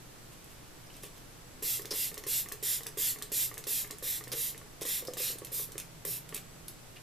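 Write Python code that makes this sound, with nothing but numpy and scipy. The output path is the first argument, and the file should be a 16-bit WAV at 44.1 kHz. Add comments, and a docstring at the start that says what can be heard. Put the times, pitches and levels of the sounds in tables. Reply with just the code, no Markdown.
"""A small room: hair is misted with a plastic pump bottle, thirteen short squirts.
Each press thumps the bottle and drives a hissing jet through the nozzle. The piston knocks and ticks
as it springs back; now and then it sticks and creaks. First, flipped hair rustles, ticks and slaps;
later, fingers tap and rub the plastic. The room hums faintly."""
import sys
import numpy as np
from scipy import signal
from scipy.fft import rfft, irfft, next_fast_len
from scipy.io import wavfile

SR = 44100
rng = np.random.default_rng(int(sys.argv[2]) if len(sys.argv) > 2 else 0)


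def digitize_waveform(pressure):
    """Quantize a signal to 16-bit integers and store it at the path in sys.argv[1].

    Rows of a 2-D input are taken as channels; values are limited to [-1, 1].
    """
    field = np.atleast_2d(pressure).T
    bounded = np.clip(field, -1, 1)
    quanta = np.round(bounded * 32767).astype(np.int16)
    wavfile.write(sys.argv[1], SR, quanta)


N = 309582
TIME_S = np.arange(N) / SR

# room decay: f/Hz, t60/s
ROOM_DECAY = [(200, 0.24), (1000, 0.24), (5000, 0.21), (14000, 0.17)]
# side filter of the echoes: f/Hz, gain/dB
ECHO_SIDE = [(200, -31), (900, -2), (1900, -96), (5000, -24), (7500, -1), (10000, -2.5), (14000, 2)]
# room air: f/Hz, density/dB
AIR_SPECTRUM = [(15, -2), (29, 1), (45, -6), (75, -9), (105, -5), (130, -1.5), (200, -10.5), (300, -10),
                (550, -14.5), (1000, -18), (2000, -21), (5500, -25), (14000, -28)]
# side filter of the air: f/Hz, gain/dB
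AIR_SIDE = [(60, -8), (130, -7.5), (290, -3), (640, -1.5), (1400, -0.5), (3070, -3.5), (6750, 1.5),
            (14800, -0.5)]
# hum and whine: f/Hz, level/dB
HUM_TONES = [(123, -63), (7897, -74.5)]
# low drone: t/s, level/dB
DRONE_LEVELS = [(0, -73), (5.3, -68), (5.9, -61.5), (6.35, -58), (7.02, -68)]
# brushed hair: f/Hz, density/dB
HAIR_SPECTRUM = [(300, 6.5), (1300, -20), (2600, 8), (4500, 2), (9000, 2.5), (14000, 2)]
# hair and hands brushing: t/s, half length/s, level/dB
HAIR_TOUCHES = [(.328, .016, -56), (.51, .014, -54), (.958, 0.027, -54.5), (1.043, 0.027, -50),
                (1.173, .02, -59), (5.818, .02, -57), (6.359, .023, -46)]
# pitched ticks of flipped hair, later fingers rubbing the bottle: t/s, half length/s, level/dB, f/Hz
PITCHED_TOUCHES = [(.871, .004, -58, 5400), (.904, .004, -55, 2900), (0.942, 0.003, -52, 5100),
                   (5.806, 0.017, -56, 2460), (6.367, 0.015, -49, 2490), (6.967, 0.0082, -50, 2520)]
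# sharp ticks, a flick of hair and taps on the plastic: t/s, level/dB, treble/dB
SHARP_TICKS = [(.4435, -57, 9), (1.034, -42, 6), (2.238, -36, -4), (3.64, -37, -4), (3.985, -41, 2),
               (5.4703, -38.5, -3), (5.8002, -32, 1.5), (6.052, -33, 8.5), (6.346, -34, 10.5),
               (6.3648, -34, 0.5), (6.6815, -32.5, 4)]
# sharp contact: f/Hz, density/dB
SNAP_SPECTRUM = [(400, -13), (1200, -12), (2500, 0), (5000, 2), (8000, 2), (14000, 2.5)]
# piston stick-slip: t/s, length/s, slip rate/Hz, rasp/dB, squeak/dB, thump/dB
PISTON_CREAKS = [(1.908, .016, 305, -31, -25.5, -33), (4.318, .016, 336, -29, -35.5, -40),
                 (4.811, .022, 200, -31, -39, -32.5), (5.071, .007, 310, -38.5, -35, -53)]
# piston modes: f/Hz, level/dB, t60/s
PISTON_MODES = [(432, -3.5, 0.049), (1133, -7.5, 0.029), (1790, -5, 0.027), (2076, -2.5, 0.012),
                (2880, -6, 0.0087)]
# piston springing back: t/s, travel/s, wait for click/s, release/dB, stop/dB, valve/dB, click/dB
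PISTON_RETURNS = [(1.794, 0.054, 0.0075, -38.5, -39.5, -40, -37),
                  (2.1157, 0.057, 0.0054, -40, -37.5, -39.5, -32.5),
                  (2.46, .057, 0.0044, -40.5, -36, -39.5, -30.5),
                  (2.807, 0.056, 0.0042, -41, -39.5, -40, -30.5),
                  (3.16, .057, 0.007, -43.5, -38, -41, -32.5),
                  (3.514, 0.059, .006, -37.5, -39.5, -42, -32.5),
                  (3.846, 0.059, 0.0048, -39.5, -39, -45, -34.5),
                  (4.209, 0.064, 0.0057, -41, -40.5, -41, -40), (4.546, .068, .006, -40.5, -45, -42, -61),
                  (5.023, .06, 0.053, -39, -31, -41.5, -35), (5.355, 0.063, 0.03, -43, -35.5, -38, -35),
                  (5.688, 0.067, .025, -46, -39.5, -42.5, -30),
                  (6.261, 0.064, 0.02, -54, -37.5, -40.5, -36.5)]
# bottle wall modes: multiple of wall pitch, level/dB, t60/s
WALL_MODES = [(.7, -5.5, 0.025), (1, 2, 0.028), (1.35, -7.5, 0.021), (2.4, -20.5, 0.069)]
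# hold on the bottle (tipped, it thumps instead of knocking): t/s, wall f/Hz, thump share, cavity/dB
BOTTLE_GRIP = [(1.9, 432, 0.63, -16.5), (2.5, 426, 0.17, -15), (3.5, 438, 0.15, -16), (4.3, 463, 0.16, -8),
               (4.8, 444, 0.3, -12), (5.08, 491, 0.96, -9.5), (5.45, 460, 0.96, -16), (6.3, 460, 0.18, -30)]
# dull bumps, a slap of hair, then knocks of the bottle: t/s, level/dB
DULL_BUMPS = [(1.035, -40.5), (1.936, -39), (2.238, -40.5), (5.135, -41), (5.202, -38), (5.301, -41),
              (5.596, -40), (6.051, -36)]
# presses: t/s, stroke/s, level/dB, onset/dB, treble/dB, thump/dB
PRESSES = [(1.623, .17, -31.5, -5, -1, -38.5), (1.926, .17, -32, -14, -2, -37),
           (2.265, .16, -30, -11, -1.5, -38.5), (2.626, .16, -30.5, -3.5, -1.5, -39.5),
           (2.972, .16, -29.5, -7.5, -1, -38), (3.317, .16, -29.5, -4.5, -0.5, -39.5),
           (3.668, 0.17, -31.5, -2, -0.6, -38.5), (4.024, .17, -33.5, -6.5, -1.5, -39.5),
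           (4.336, .18, -33, -23, 0, -36), (4.851, .16, -33, -2.5, -3, -36),
           (5.169, .17, -33, -5.5, -4, -37), (5.517, 0.14, -34.5, -5, 1.5, -44),
           (6.049, .14, -36, -9, .5, -38)]
# flow through a press: share of stroke, flow/dB
STROKE_FLOW = [(0, -4), (.2, -1.5), (.45, 0.54), (.7, -.5), (.87, -3.5), (1, -13), (1.15, -53), (1.4, -69)]
# jet hiss: f/Hz, density/dB
JET_SPECTRUM = [(300, -51), (900, -23), (1450, -22), (1900, -12.5), (2600, -9.5), (3500, -6), (5000, -5),
                (6200, -5.5), (8000, -4), (9500, -2), (11000, -0.5), (13000, 4), (14400, -3)]


def from_db(db):
    """Decibels to gain."""
    return 10 ** (np.asarray(db) / 20)


def unit_rms(x):
    """Scale to unit power."""
    return x / np.sqrt(np.mean(x ** 2) + 1e-20)


def at_hz(curve, hz):
    """Read a curve on a log-frequency axis."""
    knots_hz, values = np.transpose(curve)
    return np.interp(np.log(hz + 1e-9), np.log(knots_hz), values)


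def colour(x, curve):
    """Filter by a curve of f/Hz, gain/dB."""
    size = next_fast_len(len(x))
    gain = from_db(at_hz(curve, np.fft.rfftfreq(size, 1 / SR)))
    return irfft(rfft(x, size) * gain, size)[:len(x)]


def noise(spectrum, size=N):
    """Coloured noise of unit power."""
    return unit_rms(colour(rng.standard_normal(size), spectrum))


def drift(rate_hz, size=N):
    """Ramps between random knots of spread 1."""
    knots = rng.standard_normal(size // 8)
    return np.interp(np.arange(size) * rate_hz / SR, np.arange(len(knots)), knots)


def resonance(x, hz, width_hz):
    """Two-pole band-pass, peak gain 1."""
    r = np.exp(-np.pi * width_hz / SR)
    feedback = [1, -2 * r * np.cos(2 * np.pi * hz / SR), r * r]
    return signal.lfilter(np.array([1, 0, -1]) * (1 - r * r) / 2, feedback, x)


def decay(t, t60_s):
    """Envelope falling 60 dB in t60_s."""
    return np.exp(-np.log(1000) * t / t60_s)


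def swell(at_s, half_s, db):
    """Gaussian rise and fall of one touch."""
    return from_db(db) * np.exp(-((TIME_S - at_s) / half_s) ** 2)


def struck(modes, spread_db, detune=0.022):
    """One blow: damped modes, each scattered in level and pitch."""
    out, t = 0, TIME_S[:SR // 8]
    for k, (hz, db, t60_s) in enumerate(modes):
        gain = (-1) ** k * from_db(db + spread_db * rng.normal())
        mode_hz = hz * (1 + detune * rng.normal())
        out = out + gain * decay(t, t60_s) * np.sin(2 * np.pi * mode_hz * t)
    return out


def add(track, at_s, sound):
    """Mix a sound in at a time."""
    start = max(int(at_s * SR), 0)
    track[start:start + len(sound)] += sound[:N - start]


def room_tail(build_s=0.00033):
    """Dense wall echoes of unit energy; the treble dies first."""
    out, t = 0, TIME_S[:SR // 3]
    edges_hz = np.geomspace(100, 16000, 9)
    for low, high in zip(edges_hz, edges_hz[1:]):
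        bandpass = signal.butter(2, [low, high], "band", fs=SR, output="sos")
        band = signal.sosfilt(bandpass, rng.standard_normal(len(t)))
        out = out + band * decay(t, at_hz(ROOM_DECAY, np.sqrt(low * high)))
    out = out * (1 - np.exp(-t / build_s))
    return out / np.sqrt(np.sum(out ** 2))


def echoes(x, patterns, cycle_hz=4.1):
    """Echo patterns cross-fade as the hand moves through the room."""
    fades = np.array([np.cos(np.pi * (cycle_hz * TIME_S + k / patterns)) ** 8 + 1e-6
                      for k in range(patterns)])
    tails = np.array([signal.oaconvolve(x, room_tail())[:N] for _ in fades])
    return np.sum(fades * tails, axis=0) / np.sqrt(np.sum(fades ** 2, axis=0))


def room(x, wet_db, side_db, patterns=1):
    """Mid and side of a source with its echoes."""
    mid = x + from_db(wet_db) * echoes(x, patterns)
    return np.array([mid, from_db(side_db) * echoes(x, patterns)])


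def microphone(mid, side, left_db=-1.5, ports_db=-13):
    """Two close ports, source slightly right; short waves arrive out of step and unequally loud."""
    skew = colour(np.roll(mid, -3) - np.roll(mid, 3), [(5500, -30), (7500, -4), (11000, 0)])
    imbalance = colour(mid, [(500, 2), (2000, -34), (4000, -45), (8000, 9)])
    side = colour(side, ECHO_SIDE) + from_db(ports_db) * skew + (from_db(left_db) - 1) / 2 * imbalance
    return np.array([mid + side, mid - side])


def hum(waver_db=4.5):
    """A low hum and a thin whine, both wavering."""
    out = 0
    for hz, db in HUM_TONES:
        waver = from_db(waver_db * drift(8))
        phase_rad = 2 * np.pi * hz * TIME_S + 0.71 * drift(9.1)
        out = out + from_db(db) * unit_rms(waver * np.sin(phase_rad))
    return out


def room_air(air_db=-52.5, balance_db=-0.7):
    """Wide rumble and hiss around the hum."""
    mid, side = noise(AIR_SPECTRUM), colour(noise(AIR_SPECTRUM), AIR_SIDE)
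    stereo = from_db(air_db) * np.array([mid + side, mid - side]) + hum()
    return stereo * from_db([[balance_db / 2], [-balance_db / 2]])


def drone(hz=161.3, width_hz=15.8):
    """A narrow low murmur of the room, swelling near the end."""
    band = resonance(rng.standard_normal(N), hz, width_hz)
    level_db = np.interp(TIME_S, *np.transpose(DRONE_LEVELS))
    return from_db(level_db) * unit_rms(resonance(band, hz, width_hz))


def hair(grain_db=5):
    """Strands brush past each other in short grainy swishes."""
    grains = noise(HAIR_SPECTRUM) * from_db(grain_db * drift(600))
    return sum(swell(*touch) for touch in HAIR_TOUCHES) * unit_rms(grains)


def pitched_touches(width_hz=450):
    """Brief narrow noise bursts: flipped hair ticks, later fingers rub the bottle."""
    return sum(swell(at_s, half_s, db) * unit_rms(resonance(rng.standard_normal(N), hz, width_hz))
               for at_s, half_s, db, hz in PITCHED_TOUCHES)


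def snap(ring_db, crack_t60_s=0.0021, ring_t60_s=0.046):
    """Sharp contact: crack, rebound, short dense ring."""
    t = TIME_S[:SR // 30]
    crack = 1.3 * decay(t, crack_t60_s)
    rebound = 0.8 * np.roll(crack, int(rng.uniform(0.0008, 0.002) * SR))
    ring = from_db(ring_db) * decay(t, ring_t60_s)
    return noise(SNAP_SPECTRUM, len(t)) * (crack + rebound + ring)


def creaks(squeak_hz=5150, squeak_t60_s=0.007):
    """A dry piston moves in quick slips, each a rasp that rings the stem."""
    out, t = np.zeros(N), TIME_S[:SR // 30]
    for at_s, length_s, rate_hz, rasp_db, squeak_db, _ in PISTON_CREAKS:
        for k in range(8):
            delay_s = max(k + 0.12 * rng.normal(), 0) / rate_hz
            hz = squeak_hz * (1 + 0.046 * rng.normal())
            squeak = np.sin(2 * np.pi * hz * t) * decay(t, squeak_t60_s)
            slip = from_db(rasp_db) * snap(ring_db=-15) + from_db(squeak_db) * squeak
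            if delay_s < length_s:
                add(out, at_s + delay_s, slip)
    return out


def ticks(gain_db=3, damped_ring_db=-18, free_ring_db=-11, valve_treble_db=2, click_treble_db=1):
    """Hair flick and taps are damped; on each return the inlet valve ticks, the head clicks home."""
    contacts = [(*tick, damped_ring_db) for tick in SHARP_TICKS]
    for at_s, travel_s, wait_s, _, _, valve_db, click_db in PISTON_RETURNS:
        contacts.append((at_s + 0.47 * travel_s, valve_db, valve_treble_db, free_ring_db))
        contacts.append((at_s + travel_s + wait_s, click_db, click_treble_db, free_ring_db))
    out = np.zeros(N)
    for at_s, db, treble_db, ring_db in contacts:
        tick = colour(snap(ring_db), [(3000, -treble_db), (10000, treble_db)])
        add(out, at_s, from_db(db + gain_db) * tick)
    return out


def grip(at_s):
    """Wall f/Hz, thump share and cavity/dB at one moment."""
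    times_s, *columns = np.transpose(BOTTLE_GRIP)
    return [np.interp(at_s, times_s, column) for column in columns]


def blows(press_knock_db=-6, creak_lag_s=0.00428):
    """Every dull contact: t/s, knock gain, thump gain."""
    knocks = list(DULL_BUMPS)
    for at_s, travel_s, _, release_db, stop_db, *_ in PISTON_RETURNS:
        knocks += [(at_s, release_db), (at_s + travel_s, stop_db)]
    for at_s, db in knocks:
        _, thump_share, _ = grip(at_s)
        yield at_s, from_db(db) * np.sqrt(1 - thump_share), from_db(db) * np.sqrt(thump_share)
    for at_s, *_, db in PRESSES:
        yield at_s, from_db(db + press_knock_db), from_db(db)
    for at_s, *_, db in PISTON_CREAKS:
        yield at_s + creak_lag_s, 0, from_db(db)


def piston_knocks(gain_db=0.5):
    """Presses, releases and stops ring the piston; the dull bumps share its modes."""
    out = np.zeros(N)
    for at_s, gain, _ in blows():
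        add(out, at_s, gain * struck(PISTON_MODES, spread_db=2))
    return from_db(gain_db) * out


def bottle_thumps(gain_db=3, cavity_hz=464.5, cavity_t60_s=0.16):
    """The wall thuds at a pitch set by the grip; the air inside rings on."""
    out = np.zeros(N)
    for at_s, _, gain in blows():
        wall_hz, _, cavity_db = grip(at_s)
        modes = [(ratio * wall_hz, db, t60_s) for ratio, db, t60_s in WALL_MODES]
        modes.append((cavity_hz, cavity_db, cavity_t60_s))
        add(out, at_s, gain * struck(modes, spread_db=1.85))
    return from_db(gain_db) * out


def jet(t, progress, effort_db, treble_db, nozzle_db=2.5, pipe_hz=1780, hand_s=0.00089):
    """The jet breaks into hissing droplets; a firmer press whistles more at the nozzle."""
    hiss = noise(JET_SPECTRUM, len(t))
    whistle = (from_db(nozzle_db + effort_db) - 1) * resonance(hiss, hz=7300, width_hz=550)
    hiss = colour(hiss + whistle, [(1800, -0.5 * treble_db), (4500, 0), (11000, treble_db)])
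    # short echo: evenly spaced, pipe-like peaks
    pipe_lag_s = (1 + 0.022 * rng.normal()) / pipe_hz
    hiss = hiss + 0.11 * np.interp(t - pipe_lag_s, t, hiss)
    # bounce off the moving hand: a new comb on every press
    hand_lag_s = hand_s * np.exp(0.388 * rng.normal()) * (1 + 0.16 * rng.normal() * progress)
    return unit_rms(hiss + 0.27 * np.interp(t - hand_lag_s, t, hiss))


def mist(gain_db=-1.5, average_press_db=-32, attack_s=0.0019, opening_s=0.013):
    """Pressure swells and sinks with each stroke; the hiss follows, sputtering slightly."""
    out, t = np.zeros(N), TIME_S[:SR // 3]
    shares, flow_db = np.transpose(STROKE_FLOW)
    for at_s, stroke_s, level_db, onset_db, treble_db, _ in PRESSES:
        progress, effort_db = t / stroke_s, level_db - average_press_db
        hiss = jet(t, progress, effort_db, treble_db)
        # a sharp press opens the valve near full pressure; a firm one peaks late
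        opening_db = (onset_db - flow_db[0]) * np.exp(-t / opening_s)
        push_db = (0.35 - 0.15 * effort_db) * np.sin(2 * np.pi * np.minimum(progress, 1))
        sputter_db = -0.5 * drift(480, len(t))
        shape_db = np.interp(progress, shares, flow_db) + opening_db + push_db + sputter_db
        add(out, at_s, hiss * from_db(level_db + shape_db) * np.minimum(t / attack_s, 1))
    return from_db(gain_db) * out


def scene():
    """Bottle and hair in the room, in stereo."""
    hiss = room(mist() + hair() + pitched_touches(), wet_db=-5, side_db=-3, patterns=5)
    clicks = room(ticks() + piston_knocks() + creaks(), wet_db=-3, side_db=-2.5, patterns=3)
    thumps = room(bottle_thumps(), wet_db=-6.5, side_db=-12)
    return microphone(*(hiss + clicks + thumps)) + room_air() + drone()


def record(dry):
    """Steep low-pass at 14.4 kHz."""
    return signal.sosfilt(signal.ellip(12, 0.2, 70, 14400, fs=SR, output="sos"), dry)


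dry = scene()
out = record(dry)
digitize_waveform(out)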